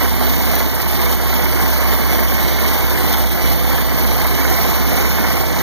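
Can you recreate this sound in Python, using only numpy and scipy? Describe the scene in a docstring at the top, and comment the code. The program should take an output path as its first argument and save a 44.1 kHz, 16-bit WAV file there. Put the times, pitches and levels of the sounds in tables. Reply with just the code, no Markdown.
"""A loud, barking diesel chug: a cold four-cylinder tractor runs in a barn at about 1800 rpm.
It lopes every few cycles and sags now and then. The straight stack booms once per firing and rings
with each gas puff; combustion blows bark and shake the panels, which chug and sing. The block knocks,
the pump clicks and the valve gear ticks in step with the crank. The barn adds a short tail.
The channels are in opposite polarity; the engine reaches the left a little later and weaker."""
import sys
import numpy as np
from scipy import signal
from scipy.fft import rfft, irfft, next_fast_len
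from scipy.io import wavfile
from scipy.ndimage import map_coordinates

SR = 44100
rng = np.random.default_rng(int(sys.argv[2]) if len(sys.argv) > 2 else 0)


def store_wav(level_fs):
    """Save 16-bit WAV to argv[1]."""
    pcm = np.round(np.clip(np.atleast_2d(level_fs), -1, 1) * 32767)
    wavfile.write(sys.argv[1], SR, pcm.T.astype(np.int16))


N = 247842

# governed speed, one stumble and a last pick-up: (time [s], firing rate [Hz])
FIRING_RATE = [(0.0, 62.25), (0.35, 60.39), (0.6, 61.47), (0.8, 60.43), (1.35, 60.23), (1.7, 60.65),
               (2.6, 60.57), (2.9, 60.89), (3.22, 60.84), (3.41, 57.32), (3.58, 60.56), (3.8, 59.6),
               (4.2, 60.12), (4.82, 60.04), (5.02, 60.6), (5.22, 61.02), (5.62, 63.9)]
# engine effort, taken about its mean: (time [s], combustion [dB], clatter [dB])
ENGINE_EFFORT = [(0, -0.5, 2), (.04, 0.5, 0), (.1, -3.5, -3), (.24, 0.5, .5), (.34, -1.5, 0),
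                 (.47, -1.1, 0), (.58, 0, 1), (.68, -2, -4.5), (.88, -2.5, -1.5), (1.02, 0.5, 0.1),
                 (1.12, 0.5, -0.5), (1.17, -3, -3.5), (1.38, -0.5, 0), (1.49, -1, -1), (1.6, 1.2, 0),
                 (1.72, -1, -0.5), (1.84, 0.2, -0.5), (2.04, -.5, -1.3), (2.14, 0.7, 1.1), (2.24, -0.3, -1),
                 (2.36, 0.7, -0.9), (2.55, -1.5, -0.9), (2.68, 0.7, 0.5), (2.95, -0.2, -1.7),
                 (3.15, 0.9, 1), (3.28, -2.5, -3), (3.39, -1.2, -0.5), (3.47, 1, 0.5), (3.6, -2, -2.5),
                 (3.76, 0.5, 0.2), (3.87, -1.1, -2.5), (4.0, 0, 0.2), (4.25, 0.4, -1), (4.74, 1.3, 0.3),
                 (4.82, -0.5, -3), (4.98, 2, 0.5), (5.08, 0.4, -2.5), (5.22, 1.5, -0.5), (5.53, -1, -4),
                 (5.62, 0, -0.5)]
# deep boom: (time [s], level [dB])
BOOM_LEVEL = [(0, -16), (.58, -17), (.7, -20), (1.03, -16.5), (1.2, -17.5), (1.4, -16), (2.3, -15.5),
              (2.7, -17), (3.26, -17), (3.39, -19), (3.47, -13.5), (3.57, -16), (5.26, -17), (5.55, -20)]
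# stack overtones, fractional as the cylinders differ: (multiple of firing rate, level [dB])
DRONE_PARTIALS = [(.5, -17), (1.5, -16), (2, -16), (3.5, -15.5), (4.5, -14), (5, -17.5), (6, -28),
                  (7, -17.5), (9, -24.5), (10, -21), (14.5, -19.5)]
# two more overtones, at HUM_MULTIPLES: (time [s], lower [dB], upper [dB])
HUM_LEVELS = [(0, -10, -9), (.62, -14, -10), (.78, -16, -18), (2.25, -12, -15), (3.3, -15, -17),
              (3.48, -8.5, -19), (4.4, -8.5, -16), (4.95, -13, -15), (5.5, -7, -19)]
# rasp relative to the block knock: (time [s], level [dB])
KNOCK_RASP_LEVEL = [(0, -17), (4.1, -20), (4.5, -6), (5.62, -8.5)]

# cold lope, one row per period in LOPE_PERIODS_FIRINGS: (crest [firings], depth [dB])
BOOM_SWELLS = [(6.2, 1.2), (2.6, 0.5), (4.5, 0.5)]
PIPE_SWELLS = [(1.4, 0.14), (7.3, 0.23), (3.3, 0.72)]
BARK_SWELLS = [(1.6, 0.27), (.1, 0.14), (2.7, 0.27)]
CLATTER_SWELLS = [(9.3, 0.3), (5.7, 0.11), (2.2, 0.34)]

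# events in one 720 degree cycle: (crank angle [deg], level [dB])
GAS_PUFFS = [(100, 0.5), (220, 1.5), (425, 2.5), (505, -5.5), (635, -3.5)]
COMBUSTION_BLOWS = [(103, 0.5), (166, 2.5), (228, -4), (305, -3), (360, -7), (478, -1), (528, -3),
                    (578, -3), (640, -1.5)]
PISTON_INJECTOR_KNOCKS = [(62, -1.5), (112, -4), (160, -9), (295, -7), (350, -5), (425, 0.5), (470, -2),
                          (525, -7), (655, -7), (700, -8)]
VALVE_TICKS = [(78, -3), (135, -6.5), (188, -4), (243, -1.5), (288, -2), (342, 0), (432, -3.5), (498, -6),
               (548, -3), (602, -1.5), (648, -3), (703, 0)]
INJECTION_CLICKS = [(353, 0), (712, -2)]

# single hard firings: (time [s], relative level [dB])
HARD_FIRINGS = [(0.604, -7.5), (2.395, -11), (2.517, -13), (3.374, -13), (3.733, -13), (5.195, -12)]
# heavy firings that ring the hood: (time [s], relative level [dB], pitch [Hz])
HOOD_CHUGS = [(0.21, -13, 717), (0.396, -15, 686), (0.435, -15.5, 756), (1.39, -17.5, 726),
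              (2.124, -14, 737), (3.103, -23, 760), (4.165, -13, 700), (4.51, -15, 748), (4.887, -16, 670),
              (4.976, -12, 762), (5.173, -18, 700), (5.366, -17, 686), (5.408, -15, 756)]
# single sharp, bright clicks: (time [s], relative level [dB])
SHARP_CLICKS = [(.488, -24), (.7513, -25), (.8176, -18), (.9683, -23), (1.612, -22), (2.734, -24),
                (2.898, -24), (3.144, -23), (5.022, -24), (5.422, -23)]
# singing panels: (start [s], length [s], pitch [Hz], width [Hz], level [dB])
PANEL_TONES = [(0, 0.81, 245, 25, -29), (0.852, 0.89, 359, 25, -31.5), (1.298, 1.3, 614, 35, -32),
               (1.8, 1.44, 303, 35, -32.5), (3.35, 0.74, 510, 25, -30), (4.75, .8, 1057, 70, -32),
               (4.597, 1.1, 2230, 120, -31.5)]

# resonances of stack and barn: (frequency [Hz], width [Hz], level [dB])
PIPE_MODES = [(142, 6.7, 2), (163, 10.5, 3.5), (187.5, 22, -2), (214, 8.7, 1.5), (237.5, 3.4, -3),
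              (306.5, 4.9, -7), (321, 18, -9.5), (360.4, 10, 2.5)]
# panel resonances: (frequency [Hz], width [Hz], level [dB])
PANEL_MODES = [(495.3, 15, 4.5), (611, 24, 0.5), (688, 28, 3), (712.5, 17.4, 2), (741.5, 39, 0),
               (821, 19, 1), (883.4, 18.4, 2.5), (968, 73, -5.5), (1072, 37, -1), (1177, 36, -18),
               (1960, 23, -2.5), (2170, 49, -4)]

# noise colour of each layer: (frequency [Hz], relative level [dB])
GAS_SPECTRUM = [(20, -12), (42, -3), (75, -4.5), (110, -3), (150, -4.5), (260, -2.5), (400, -7.5),
                (600, -12.5), (1500, -66)]
BARK_SPECTRUM = [(150, -34), (330, -1), (450, -3), (720, 1.5), (900, 0), (1100, 0.5), (1300, -2),
                 (1650, -1), (2150, -0.2), (2300, 2), (2440, -59), (3200, -33), (8000, -57)]
BLOCK_SPECTRUM = [(1500, -17), (2350, -15), (2750, -14), (2950, 1.5), (3300, -1.1), (3750, .2), (4150, .6),
                  (4500, 2.4), (4780, -1.2), (5150, -6), (5500, -3), (5900, -1.7), (7000, -9),
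                  (7500, -13.5), (8100, -14.5), (8600, -12), (11000, -30)]
RASP_SPECTRUM = [(5000, -30), (5400, 1), (5800, 2), (6300, -2), (7100, -5), (7500, -20), (9000, -42)]
NARROW_BAND_SPECTRUM = [(2250, -40), (2400, 0), (2600, -2.5), (2800, -4.5), (2950, -40)]
PUMP_SPECTRUM = [(4000, -8), (8000, -39), (9600, 14), (12000, -0.5), (15000, 4), (17000, -30)]
VALVE_SPECTRUM = [(3000, -24), (7500, -40), (8700, -12), (9700, -8), (10400, -7.5), (11300, -3),
                  (12300, -1), (13000, 1.5), (14400, 3.8), (15500, 2.2)]

# barn decay: (frequency [Hz], T60 [s])
BARN_T60 = [(100, 1), (1000, 0.059), (10000, 0.08)]
# barn reflections: (frequency [Hz], gain [dB])
BARN_GAIN = [(100, -30), (500, -19), (1000, -17), (2000, -10.5), (3200, -5.5), (4500, -8), (5800, -5.5),
             (8000, -4), (11000, -7.5), (14600, -12)]
# left channel relative to right: (frequency [Hz], gain [dB])
LEFT_GAIN = [(100, -2.8), (2200, -2.8), (2500, -.2), (2800, -.2), (4200, -2.8), (5150, -.3), (6000, -2.8),
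             (7400, 0), (8200, 0), (9200, -1.3), (10300, -.2), (11500, -2.2), (12000, -1.8), (12800, -.6),
             (13500, -1.8), (14500, -1.6), (15100, -.3)]

HUM_MULTIPLES = (2.5, 4)  # near 150 and 240 Hz
LOPE_PERIODS_FIRINGS = (12, 16, 6)  # three cycles, four cycles, three turns
PIPE_DB, BARK_DB, KNOCK_DB, VALVES_DB, PUMP_DB, NARROW_BAND_DB = -21.5, -20.5, -28, -20, -41, -39
PIPE_DB_PER_EFFORT_DB, KNOCK_DB_PER_EFFORT_DB = 0.96, 0.78
EXHAUST_DRIFT_DB_PER_S = -0.14


def amp(db):
    """Decibels to gain."""
    return 10 ** (np.asarray(db) / 20)


def unit(x):
    """Scale to rms 1."""
    return x / np.sqrt(np.mean(x ** 2) + 1e-20)


def along(points, hz):
    """Interpolate (frequency [Hz], value) points on a log axis."""
    knots_hz, values = np.transpose(points)
    return np.interp(np.log(hz + 1), np.log(knots_hz + 1), values)


def curves(rows):
    """One value per sample for each column after the time."""
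    times_s, *columns = np.transpose(rows)
    return [np.interp(np.arange(N) / SR, times_s, column) for column in columns]


def wobble(rate_hz):
    """Smooth random curve with knots at rate_hz."""
    knots = rng.standard_normal(int(N * rate_hz / SR) + 4)
    steps = np.linspace(0, len(knots) - 1, 6 * len(knots))
    return np.interp(np.arange(N) * rate_hz / SR, steps, map_coordinates(knots, [steps]))


def filtered(x, response):
    """Apply a complex frequency response."""
    size = next_fast_len(N + SR // 2)
    return irfft(rfft(x, size) * response(np.fft.rfftfreq(size, 1 / SR)), size)[..., :N]


def coloured(x, spectrum):
    """Shape x by a spectrum; rms 1."""
    return unit(filtered(x, lambda hz: amp(along(spectrum, hz))))


def ringing(x, modes):
    """Pass x through resonances of alternating sign; rms 1."""
    def response(hz):
        return sum((-1) ** k * amp(db) * 1j * hz * width_hz / (mode_hz**2 - hz**2 + 1j * hz * width_hz)
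                   for k, (mode_hz, width_hz, db) in enumerate(modes))
    return unit(filtered(x, response))


def strikes(crank_deg, pattern, scatter_db, jitter_s):
    """An impulse as the crank passes each angle of the pattern, never twice alike."""
    cycle_deg, db = np.transpose(pattern)
    angles_deg = np.arange(-1, crank_deg[-1] / 720 + 1)[:, None] * 720 + cycle_deg
    timing, strength = rng.standard_normal((2, 100, len(cycle_deg)))[:, :len(angles_deg)]
    at = np.interp(angles_deg, crank_deg, np.arange(N), left=-SR, right=2 * N) + jitter_s * SR * timing
    inside = (at >= 0) & (at < N)
    return np.bincount(at[inside].astype(int), amp(db + scatter_db * strength)[inside], N)


def bursts(hits, decay_s, steady, softness=1):
    """Noise swelling at each hit over a steady wash; lower softness sharpens the attack."""
    age = np.arange(SR // 16) / SR / decay_s
    lead = int(decay_s * SR * softness / 2)
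    power = np.abs(signal.fftconvolve(hits ** 2, age ** softness * np.exp(-age))[lead:lead + N])
    return unit(np.sqrt(power / power.mean() + steady) * rng.standard_normal(N))


def lope_db(firings, swells):
    """Slow repeating swell of the cold engine, locked to the crank."""
    return sum(db * np.cos(2 * np.pi * (firings - crest) / period)
               for period, (crest, db) in zip(LOPE_PERIODS_FIRINGS, swells))


def stereo(x, side, lag_s=0.000392):
    """Place x right (1), ahead (0) or left (-1) by delay; the left channel is inverted and weaker."""
    left = filtered(x, lambda hz: amp(along(LEFT_GAIN, hz)) * np.exp(-2j * np.pi * hz * side * lag_s))
    return np.array([-left, x])


def barn_tail():
    """Diffuse decay of unit energy, longest in the bass."""
    hz, t, noise = signal.stft(rng.standard_normal(SR // 3), SR, nperseg=256)
    fade = amp(-60 * t / along(BARN_T60, hz)[:, None])
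    decay = signal.istft(noise * fade / np.linalg.norm(fade, axis=1, keepdims=True), SR, nperseg=256)[1]
    return decay / np.linalg.norm(decay)


def barn(x):
    """Boards and hay answer with a short tail that keeps changing."""
    reflected = filtered(x, lambda hz: amp(along(BARN_GAIN, hz)))
    hop = SR // 10
    window = np.sin(np.pi * np.arange(2 * hop) / (2 * hop))
    padded, out = np.pad(reflected, (hop, 2 * hop)), np.zeros(N + SR)
    for start in range(0, N + hop, hop):
        echo = signal.fftconvolve(window * padded[start:start + 2 * hop], barn_tail())
        out[start:start + len(echo)] += echo
    return out[hop:hop + N]


def pump(crank_deg):
    """The injection pump clicks once per crank turn."""
    clicks = strikes(crank_deg, INJECTION_CLICKS, scatter_db=2.0, jitter_s=0.00041)
    return coloured(bursts(clicks, decay_s=0.0017, steady=0.01, softness=0.22), PUMP_SPECTRUM)


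def narrow_band(crank_deg):
    """Narrow band of noise near 2.6 kHz, pulsing with the knocks."""
    hits = strikes(crank_deg, PISTON_INJECTOR_KNOCKS, scatter_db=4.0, jitter_s=0.00042)
    return coloured(bursts(hits, decay_s=0.003, steady=2.0), NARROW_BAND_SPECTRUM)


def sharp_clicks(t60_s=0.063):
    """Single sharp, bright clicks stand out now and then."""
    out, t = np.zeros(N + SR), np.arange(SR // 12) / SR
    for start_s, db in SHARP_CLICKS:
        out[round(start_s * SR):][:len(t)] += amp(db - 60 * t / t60_s) * rng.standard_normal(len(t))
    colour_hz_db = [(800, -16), (4000, -2), (7500, -6), (10000, 1), (15000, 3)]
    return filtered(out[:N], lambda hz: amp(along(colour_hz_db, hz)))


def singing_panels():
    """One panel after another catches the vibration, swells into a rough tone and fades."""
    out = np.zeros(N + 2 * SR)
    for start_s, length_s, hz, width_hz, db in PANEL_TONES:
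        swell = np.sqrt(np.hanning(int(length_s * SR)))
        ring = signal.lfilter(*signal.iirpeak(hz, hz / width_hz, SR), rng.standard_normal(2 * SR))
        out[round(start_s * SR):][:len(swell)] += amp(db) * swell * unit(ring)[:len(swell)]
    return out[:N]


def hood_chugs(gain_db=-1.5, rise_s=0.0038):
    """A heavy firing rings the hood for a few hundredths of a second."""
    out, t = np.zeros(N + SR), np.arange(SR // 16) / SR
    swell = t / rise_s * np.exp(1 - t / rise_s)
    for start_s, db, hz in HOOD_CHUGS:
        tone = np.sin(2 * np.pi * (hz * t + rng.random()))
        out[round(start_s * SR):][:len(t)] += amp(db + gain_db) * swell * tone
    return out[:N]


def hard_knocks(gain_db=-4.5, t60_s=0.024):
    """A cold cylinder fires late and hard: one short bang through the panels."""
    envelope, t = np.zeros(N + SR), np.arange(SR // 8) / SR
    for start_s, db in HARD_FIRINGS:
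        envelope[round(start_s * SR):][:len(t)] += amp(db + gain_db - 60 * t / t60_s)
    roar, shake = rng.standard_normal((2, N))
    return envelope[:N] * unit(coloured(roar, BARK_SPECTRUM) + ringing(shake, PANEL_MODES))


def block_knock(crank_deg):
    """Diesel knock in the cast block; a higher rasp grows near the end."""
    hits = strikes(crank_deg, PISTON_INJECTOR_KNOCKS, scatter_db=2.0, jitter_s=0.00029)
    flares = bursts(hits, decay_s=0.0024, steady=3.0) * amp(0.38 * wobble(1000))
    rasp = coloured(bursts(hits, decay_s=0.0013, steady=3.4), RASP_SPECTRUM)
    rasp_db, = curves(KNOCK_RASP_LEVEL)
    return coloured(flares, BLOCK_SPECTRUM) + amp(rasp_db) * rasp


def valve_gear(crank_deg):
    """Bright, grainy ticking of the valve gear."""
    hits = strikes(crank_deg, VALVE_TICKS, scatter_db=0.0, jitter_s=0.00042)
    ticking = bursts(hits, decay_s=0.002, steady=1.0, softness=0.15)
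    grain = amp(1.5 * wobble(1500) + 0.48 * wobble(40))
    return coloured(ticking * grain, VALVE_SPECTRUM)


def stack_drone(firings):
    """Overtones of the firing rate waver in level and phase; two come and go."""
    out = np.zeros(N)
    for multiple, db in DRONE_PARTIALS + list(zip(HUM_MULTIPLES, curves(HUM_LEVELS))):
        strength = np.sqrt(2) * amp(db + 2.2 * wobble(6))
        out += strength * np.cos(2 * np.pi * (multiple * firings + rng.random()) + 0.24 * wobble(5.03))
    return out


def stack_puffs(crank_deg):
    """Each puff rings the pipe and leaves as a rush of gas."""
    puffs = strikes(crank_deg, GAS_PUFFS, scatter_db=1.5, jitter_s=0.0013)
    rush = bursts(puffs, decay_s=0.0023, steady=0.89)
    ring = amp(-3.0) * ringing(puffs, PIPE_MODES) + amp(-7.5) * ringing(rush, PIPE_MODES)
    return unit(ring + coloured(rush, GAS_SPECTRUM))


def stack_boom(firings):
    """Deep pressure wave at the firing rate, uneven in strength."""
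    unevenness = amp(0.8 * wobble(16))
    return unit(unevenness * np.cos(2 * np.pi * firings + 0.11 * wobble(28)))


def bark(crank_deg):
    """Combustion blows shake the panels and crackle from the open pipe over a dense roar."""
    blows = strikes(crank_deg, COMBUSTION_BLOWS, scatter_db=1.0, jitter_s=0.00061)
    roar = coloured(bursts(blows, decay_s=0.0016, steady=1.3), BARK_SPECTRUM)
    shake = ringing(bursts(blows, decay_s=0.002, steady=1.0), PANEL_MODES)
    clusters = amp(0.5 * wobble(45))
    return unit(clusters * (roar + amp(-9.5) * ringing(blows, PANEL_MODES) + amp(-5.0) * shake))


def scene():
    """Crank and effort drive exhaust and clatter; engine right, narrow band ahead, barn tail left."""
    firing_hz, = curves(FIRING_RATE)
    firings = np.cumsum(firing_hz) / SR
    crank_deg = 180 * firings

    combustion_db, shaking_db = (db - db.mean() for db in curves(ENGINE_EFFORT))
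    drift_db = EXHAUST_DRIFT_DB_PER_S * (np.arange(N) - N / 2) / SR
    boom_db = curves(BOOM_LEVEL)[0] + lope_db(firings, BOOM_SWELLS)
    pipe_db = PIPE_DB + PIPE_DB_PER_EFFORT_DB * combustion_db + drift_db + lope_db(firings, PIPE_SWELLS)
    bark_db = BARK_DB + combustion_db + drift_db + lope_db(firings, BARK_SWELLS)
    flutter_db = lope_db(firings, CLATTER_SWELLS) + 0.84 * wobble(70) + 0.96 * wobble(400)
    clatter_db = shaking_db + flutter_db
    knock_db = KNOCK_DB + KNOCK_DB_PER_EFFORT_DB * shaking_db + flutter_db

    exhaust = amp(boom_db) * stack_boom(firings)
    exhaust += amp(pipe_db) * (stack_drone(firings) + amp(-0.3) * stack_puffs(crank_deg))
    clatter = amp(knock_db) * block_knock(crank_deg)
    clatter += amp(VALVES_DB + clatter_db) * valve_gear(crank_deg)
    clatter += amp(PUMP_DB + clatter_db) * pump(crank_deg)
    engine = exhaust + clatter + amp(bark_db) * bark(crank_deg)
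    engine += singing_panels() + hood_chugs() + hard_knocks() + sharp_clicks()
    band = amp(NARROW_BAND_DB + clatter_db) * narrow_band(crank_deg)
    return stereo(engine, side=1) + stereo(band, side=0) + stereo(barn(engine), side=-1)


def record(dry):
    """Round the highest peaks, then cut the top treble."""
    ceiling, cutoff_hz = 0.95, 15520
    rounded = dry / (1 + np.abs(dry / ceiling) ** 8) ** (1 / 8)
    return filtered(rounded, lambda hz: hz < cutoff_hz)


dry = scene()
out = record(dry)
store_wav(out)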